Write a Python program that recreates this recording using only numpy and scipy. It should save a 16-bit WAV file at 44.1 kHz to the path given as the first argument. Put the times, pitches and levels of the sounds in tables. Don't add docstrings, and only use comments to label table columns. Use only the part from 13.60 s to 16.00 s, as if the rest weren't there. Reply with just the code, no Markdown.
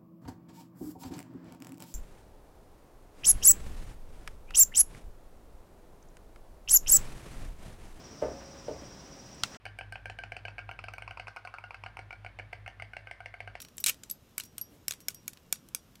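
import sys
import numpy as np
from scipy import signal
from scipy.fft import rfft, irfft
from scipy.io import wavfile
from scipy.ndimage import uniform_filter1d

SR = 44100
rng = np.random.default_rng(int(sys.argv[2]) if len(sys.argv) > 2 else 0)


def materialize(psi):
    bounded = np.clip(np.atleast_2d(psi).T, -1, 1)
    quanta = np.round(bounded * 32767).astype(np.int16)
    wavfile.write(sys.argv[1], SR, quanta)


N = 105840
TAPS = 4096
HZ = np.fft.rfftfreq(TAPS, 1 / SR)
TOUCH_S, TICK_T60_S = 0.00045, 0.018


def handle_clacks(t60_s=0.012, body_hz=2700, treble_hz=9800, peak_db=11, peak_width_hz=650):
    # start_s, energy_db, contact_s, body_db, treble_db, ring_db, resonances_hz (strongest first)
    clacks = [ (0.1809, -14, 0.00044, -1.5, -3, -26, [7600]),
              (0.2403, .5, 0.0013, -7, -2.5, -21, [7900, 3950, 9130, 2610]),
              (0.2619, 1.5, 0.00065, -9, -4, -13, [8700, 2930, 13600]),
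              (0.2666, -1, 0.0024, -6, -6, -26, [7750, 8800, 6680, 4000]),
              (0.2712, -2.5, 0.00083, -0.5, -1, -30, [6850, 5760, 2370]),
              (0.2776, -7, .002, -2.5, -5, -21, [3440]), (0.282, -4, .0012, -4, -2, -26, [2800, 7600]),
              (.2845, -6.5, 0.0014, 0.5, -2, -24, [5640]), (.2865, -6, 0.0013, -5.5, 1, -30, [8700, 2700]),
              (.2893, -5.5, 0.0037, -0.5, 1, -25, [2630, 6300]),
              (.2938, -3.5, 0.0015, -0.5, 1.5, -32, [2780, 12840]),
              (.296, -3.5, 0.0024, -2, -1.5, -21, [12300, 2700]), (.3, -10.5, 0.0062, 3, -4, -24, [2750]),
              (.4348, -19.5, 0.0013, -2, -8, -19, [7150]),
              (.4995, -13.5, 0.00047, -20, -9, -38, [8000, 11300]),
              (0.7805, -5, .0006, 3.5, 4, -14, [7760, 11560, 9700, 12900]),
              (0.7995, -11.5, 0.00064, 2, 3.5, -14, [2810]),
              (0.8061, -17, 0.0013, -7, -20, -34, [4100, 8100]),
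              (.981, -11.5, .00076, 2, 1, -15.5, [8700, 11750]),
              (1.2816, -2, .001, 0.5, 1.5, -22, [5420, 12400, 7400, 9370]),
              (1.3089, -7, .001, 2, -2.5, -22, [6700, 3430]),
              (1.3207, -14, 0.0014, 0.5, -6, -30, [4000, 8100]), (1.3364, -21.5, .00063, 6, 4, -19, [3600]),
              (1.4837, -2.5, 0.00075, -1, 3.5, -11, [5340, 6800, 11800]),
              (1.6792, -8, 0.00074, -2, 4, -13, [6900, 12500]),
              (1.926, 1, 0.0014, -2.5, 1, -15, [8930, 12450, 7080, 5850]),
              (2.148, -4, 0.00087, -0.5, 5, -19.5, [6030, 5440, 9420, 8140])]
    # freq_hz, density_db
    clack_colour = [(100, -10.5), (400, -11.5), (650, -14.5), (900, -13), (1400, -4), (1950, -5),
                    (2400, -0.5), (2950, -2.5), (3600, -1), (4400, -2.5), (5500, -0.5), (8000, 0),
                    (10300, -0.5), (13500, -1), (14600, -8), (15500, -9)]
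    # pitch_hz, level_db, t60_s
    bending_modes = [(1478, -11, 0.062), (2283, 4, 0.022), (3320, -5.5, 0.019)]
    direct, room_feed = np.zeros((2, N))
    for start_s, energy_db, contact_s, body_db, treble_db, ring_db, resonances_hz in clacks:
        colour_db = curve(clack_colour, HZ) + body_db * (1 - above(body_hz))
        colour_db += treble_db * above(treble_hz)
        humps = [0.85 ** rank / (1 + (2 * (HZ - hz) / peak_width_hz) ** 4)
                 for rank, hz in enumerate(resonances_hz)]
        peaks_db = peak_db * np.max(humps, axis=0)
        add(direct, start_s, amp(energy_db) * contact(contact_s, t60_s, colour_db + peaks_db))
        add(direct, start_s, amp(energy_db + ring_db) * unit(ring(bending_modes)))
        diffuse = contact(contact_s, t60_s, colour_db + 0.26 * peaks_db)
        add(room_feed, start_s, amp(0.73 * energy_db - 2.5) * diffuse)
    return direct, room_feed


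def contact(contact_s, t60_s, colour_db, rise_s=0.00028, sag_db=-6.5):
    t = np.arange(TAPS) / SR
    decay_db = sag_db * np.minimum(t / contact_s, 1) - 60 * np.maximum(t - contact_s, 0) / t60_s
    envelope = np.minimum(t / rise_s, 1) * amp(decay_db)
    burst = rfft(np.roll(envelope * rng.standard_normal(TAPS), 22))
    burst /= np.sqrt(uniform_filter1d(abs(burst) ** 2, size=130) + 1e-12)
    log_gain = np.log(amp(np.r_[colour_db, colour_db[-2:0:-1]]))
    body = np.exp(np.conj(signal.hilbert(log_gain)))[:len(HZ)]
    return unit(irfft(burst * body)[16:-256])


def ring(modes, rise_s=0.00059):
    t = np.arange(SR // 2) / SR
    waves = sum(amp(level_db - 60 * t / t60_s) * np.sin(2 * np.pi * (pitch_hz * t + rng.random()))
                for pitch_hz, level_db, t60_s in modes)
    return np.minimum(t / rise_s, 1) * waves


def pivots(scrape_t60_s=0.052, fidgets_per_s=20, fidget_db=-48, spread_db=2):
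    # start_s, energy_db, bright_db
    ticks = [(.002, -20, -11), (0.017, -19, 12), (0.0195, -23.5, 3), (0.0238, -24, -6),
             (0.0488, -24.5, -12.5), (.085, -31, -10), (0.169, -25.5, 31), (0.3438, -29, -7),
             (0.4965, -25, 6), (0.836, -22.5, 1), (1.404, -28, -1), (1.5453, -20.5, 10), (1.733, -25.5, -3),
             (1.7724, -30, -16), (1.9566, -27.5, -8), (2.087, -28.5, 2), (2.355, -29.5, -8)]
    # start_s, contact_s, energy_db, bright_db
    scrapes = [(0.201, 0.011, -20, 7), (0.496, 0.024, -32, -6), (0.85, 0.012, -27, 4),
               (1.408, 0.008, -32, 5), (1.504, .003, -23.5, -2)]
    out = np.zeros(N)
    for start_s, energy_db, bright_db in ticks:
        add(out, start_s, amp(energy_db) * tick(bright_db))
    for start_s, contact_s, energy_db, bright_db in scrapes:
        add(out, start_s, amp(energy_db) * tick(bright_db, contact_s, scrape_t60_s))
    onsets = rng.random(N) < fidgets_per_s / SR
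    fidgets = onsets * amp(fidget_db + spread_db * rng.standard_normal(N))
    return out + signal.oaconvolve(fidgets, tick(bright_db=-4, contact_s=0.0017))[:N]


def tick(bright_db, contact_s=TOUCH_S, t60_s=TICK_T60_S):
    # freq_hz, density_db
    tick_colour = [(200, -19.5), (800, -10), (1500, -7.5), (3000, -3), (7000, -0.5), (12500, -2),
                   (15500, -2.5)]
    return contact(contact_s, t60_s, curve(tick_colour, HZ) + bright_db * above(corner_hz=5850))


def steel_ring(low_below_hz=5200):
    # pitch_hz, level_db, t60_s
    steel_modes = [(4770, -6, 0.15), (5677, 4, 0.25), (7600, -32, 0.13), (11400, -22, .09),
                   (11480, 4, 0.092), (12900, -17, .08)]
    # start_s, level_db, low_mode_db
    jolts = [(.002, -53.5, -10), (0.202, -56.5, -14), (0.242, -59, 5), (0.778, -61, 14), (.8363, -58, 0),
             (1.0132, -54.5, 3), (1.2823, -54, -3), (1.412, -63.5, -14), (1.5446, -55.5, 0),
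             (1.924, -58.5, -12), (2.148, -60, 12)]
    out = np.zeros(N)
    for start_s, level_db, low_mode_db in jolts:
        modes = [(pitch_hz, level_db + mode_db + low_mode_db * (pitch_hz < low_below_hz), t60_s)
                 for pitch_hz, mode_db, t60_s in steel_modes]
        add(out, start_s, ring(modes))
    return out


def loose_part_pings():
    # start_s, level_db, pitch_hz, t60_s, tick_energy_db
    pings = [(.2015, -36, 14380, 0.055, -22), (0.511, -26, 11490, 0.042, -9),
             (1.0132, -24.5, 11500, 0.038, -16), (1.546, -53, 11490, 0.055, -29)]
    # freq_hz, density_db
    onset_colour = [(1000, -29), (3500, -17.5), (4500, -5), (9500, -13.5), (11000, -15), (11900, 13),
                    (12800, -9), (15500, -11)]
    out = np.zeros(N)
    for start_s, level_db, pitch_hz, t60_s, tick_energy_db in pings:
        add(out, start_s, ring([(pitch_hz, level_db, t60_s)]))
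        add(out, start_s, amp(tick_energy_db) * contact(TOUCH_S, TICK_T60_S, curve(onset_colour, HZ)))
    return out


def palm_thuds(t60_s=0.0086):
    # start_s, energy_db
    catches = [(1.4838, -26.5), (1.926, -21)]
    # freq_hz, density_db
    thud_colour = [(50, -20), (170, -0.5), (750, 1), (2500, -43)]
    out = np.zeros(N)
    for start_s, energy_db in catches:
        add(out, start_s, amp(energy_db) * contact(TOUCH_S, t60_s, curve(thud_colour, HZ)))
    return out


def sleeve(centre_s=1.136, width_s=0.041, level_db=-60):
    # freq_hz, density_db
    cloth_colour = [(120, -16), (220, -15), (285, 6), (380, -5), (600, -9), (1200, -21), (8000, -27),
                    (13000, -23), (16000, -29)]
    gain = amp(curve(cloth_colour, np.fft.rfftfreq(N, 1 / SR)))
    cloth = irfft(rfft(rng.standard_normal(N)) * gain, N)
    swing = np.exp(-((np.arange(N) / SR - centre_s) / width_s) ** 2)
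    return amp(level_db) * np.sqrt(N) * unit(cloth) * swing


def reflections(feed, gain_db=-15.5, delay_s=0.002, build_s=0.0038):
    # freq_hz, t60_s
    room_decay = [(200, 0.33), (1500, 0.12), (5000, 0.14), (10000, 0.12), (16000, 0.043)]
    hz, t, spectra = signal.stft(rng.standard_normal(SR // 2), SR, nperseg=256)
    decay = amp(-60 * t / curve(room_decay, hz)[:, None])
    tail = signal.istft(spectra * decay, SR, nperseg=256)[1]
    tail *= np.clip((np.arange(len(tail)) / SR - delay_s) / build_s, 0, 1)
    return amp(gain_db) * signal.fftconvolve(feed, unit(tail))[:N]


def room_noise(rms_db=-60, patch_db=1):
    # freq_hz, density_db
    noise_colour = [(15, -53), (25, -1.5), (185, -1), (354, -9.5), (560, -13.5), (775, -17.5), (1290, -19),
                    (2110, -24), (2910, -22), (4610, -27.5), (5000, -24.5), (10700, -32.5), (12200, -27.5),
                    (14800, -30), (16000, -56)]
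    hz, _, spectra = signal.stft(rng.standard_normal(N), SR, nperseg=2048, noverlap=1536)
    patches = uniform_filter1d(rng.standard_normal(spectra.shape), size=12, axis=0)
    patches = uniform_filter1d(patches, size=8, axis=1)
    spectra *= amp(curve(noise_colour, hz)[:, None] + patch_db * patches / patches.std())
    noise = signal.istft(spectra, SR, nperseg=2048, noverlap=1536)[1][:N]
    return amp(rms_db) * np.sqrt(N) * unit(noise)


def amp(db):
    return 10 ** (np.asarray(db) / 20)


def unit(x):
    return x / np.sqrt(np.sum(x ** 2) + 1e-20)


def curve(points, hz):
    freq_hz, values = np.transpose(points)
    return np.interp(np.log(hz + 1), np.log(freq_hz + 1), values)


def above(corner_hz):
    return HZ ** 6 / (HZ ** 6 + corner_hz ** 6)


def add(mix, start_s, sound):
    part = mix[round(start_s * SR):][:len(sound)]
    part += sound[:len(part)]


def scene():
    clacks, room_feed = handle_clacks()
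    small_metal = pivots() + steel_ring() + loose_part_pings()
    direct = clacks + small_metal + palm_thuds() + sleeve()
    return (direct + reflections(room_feed + small_metal) + room_noise())[None]


def record(dry, cutoff_hz=15950):
    lowpass = signal.firwin(255, cutoff_hz, window=("kaiser", 8), fs=SR)
    return signal.oaconvolve(dry, lowpass[None], "same")


dry = scene()
out = record(dry)
materialize(out)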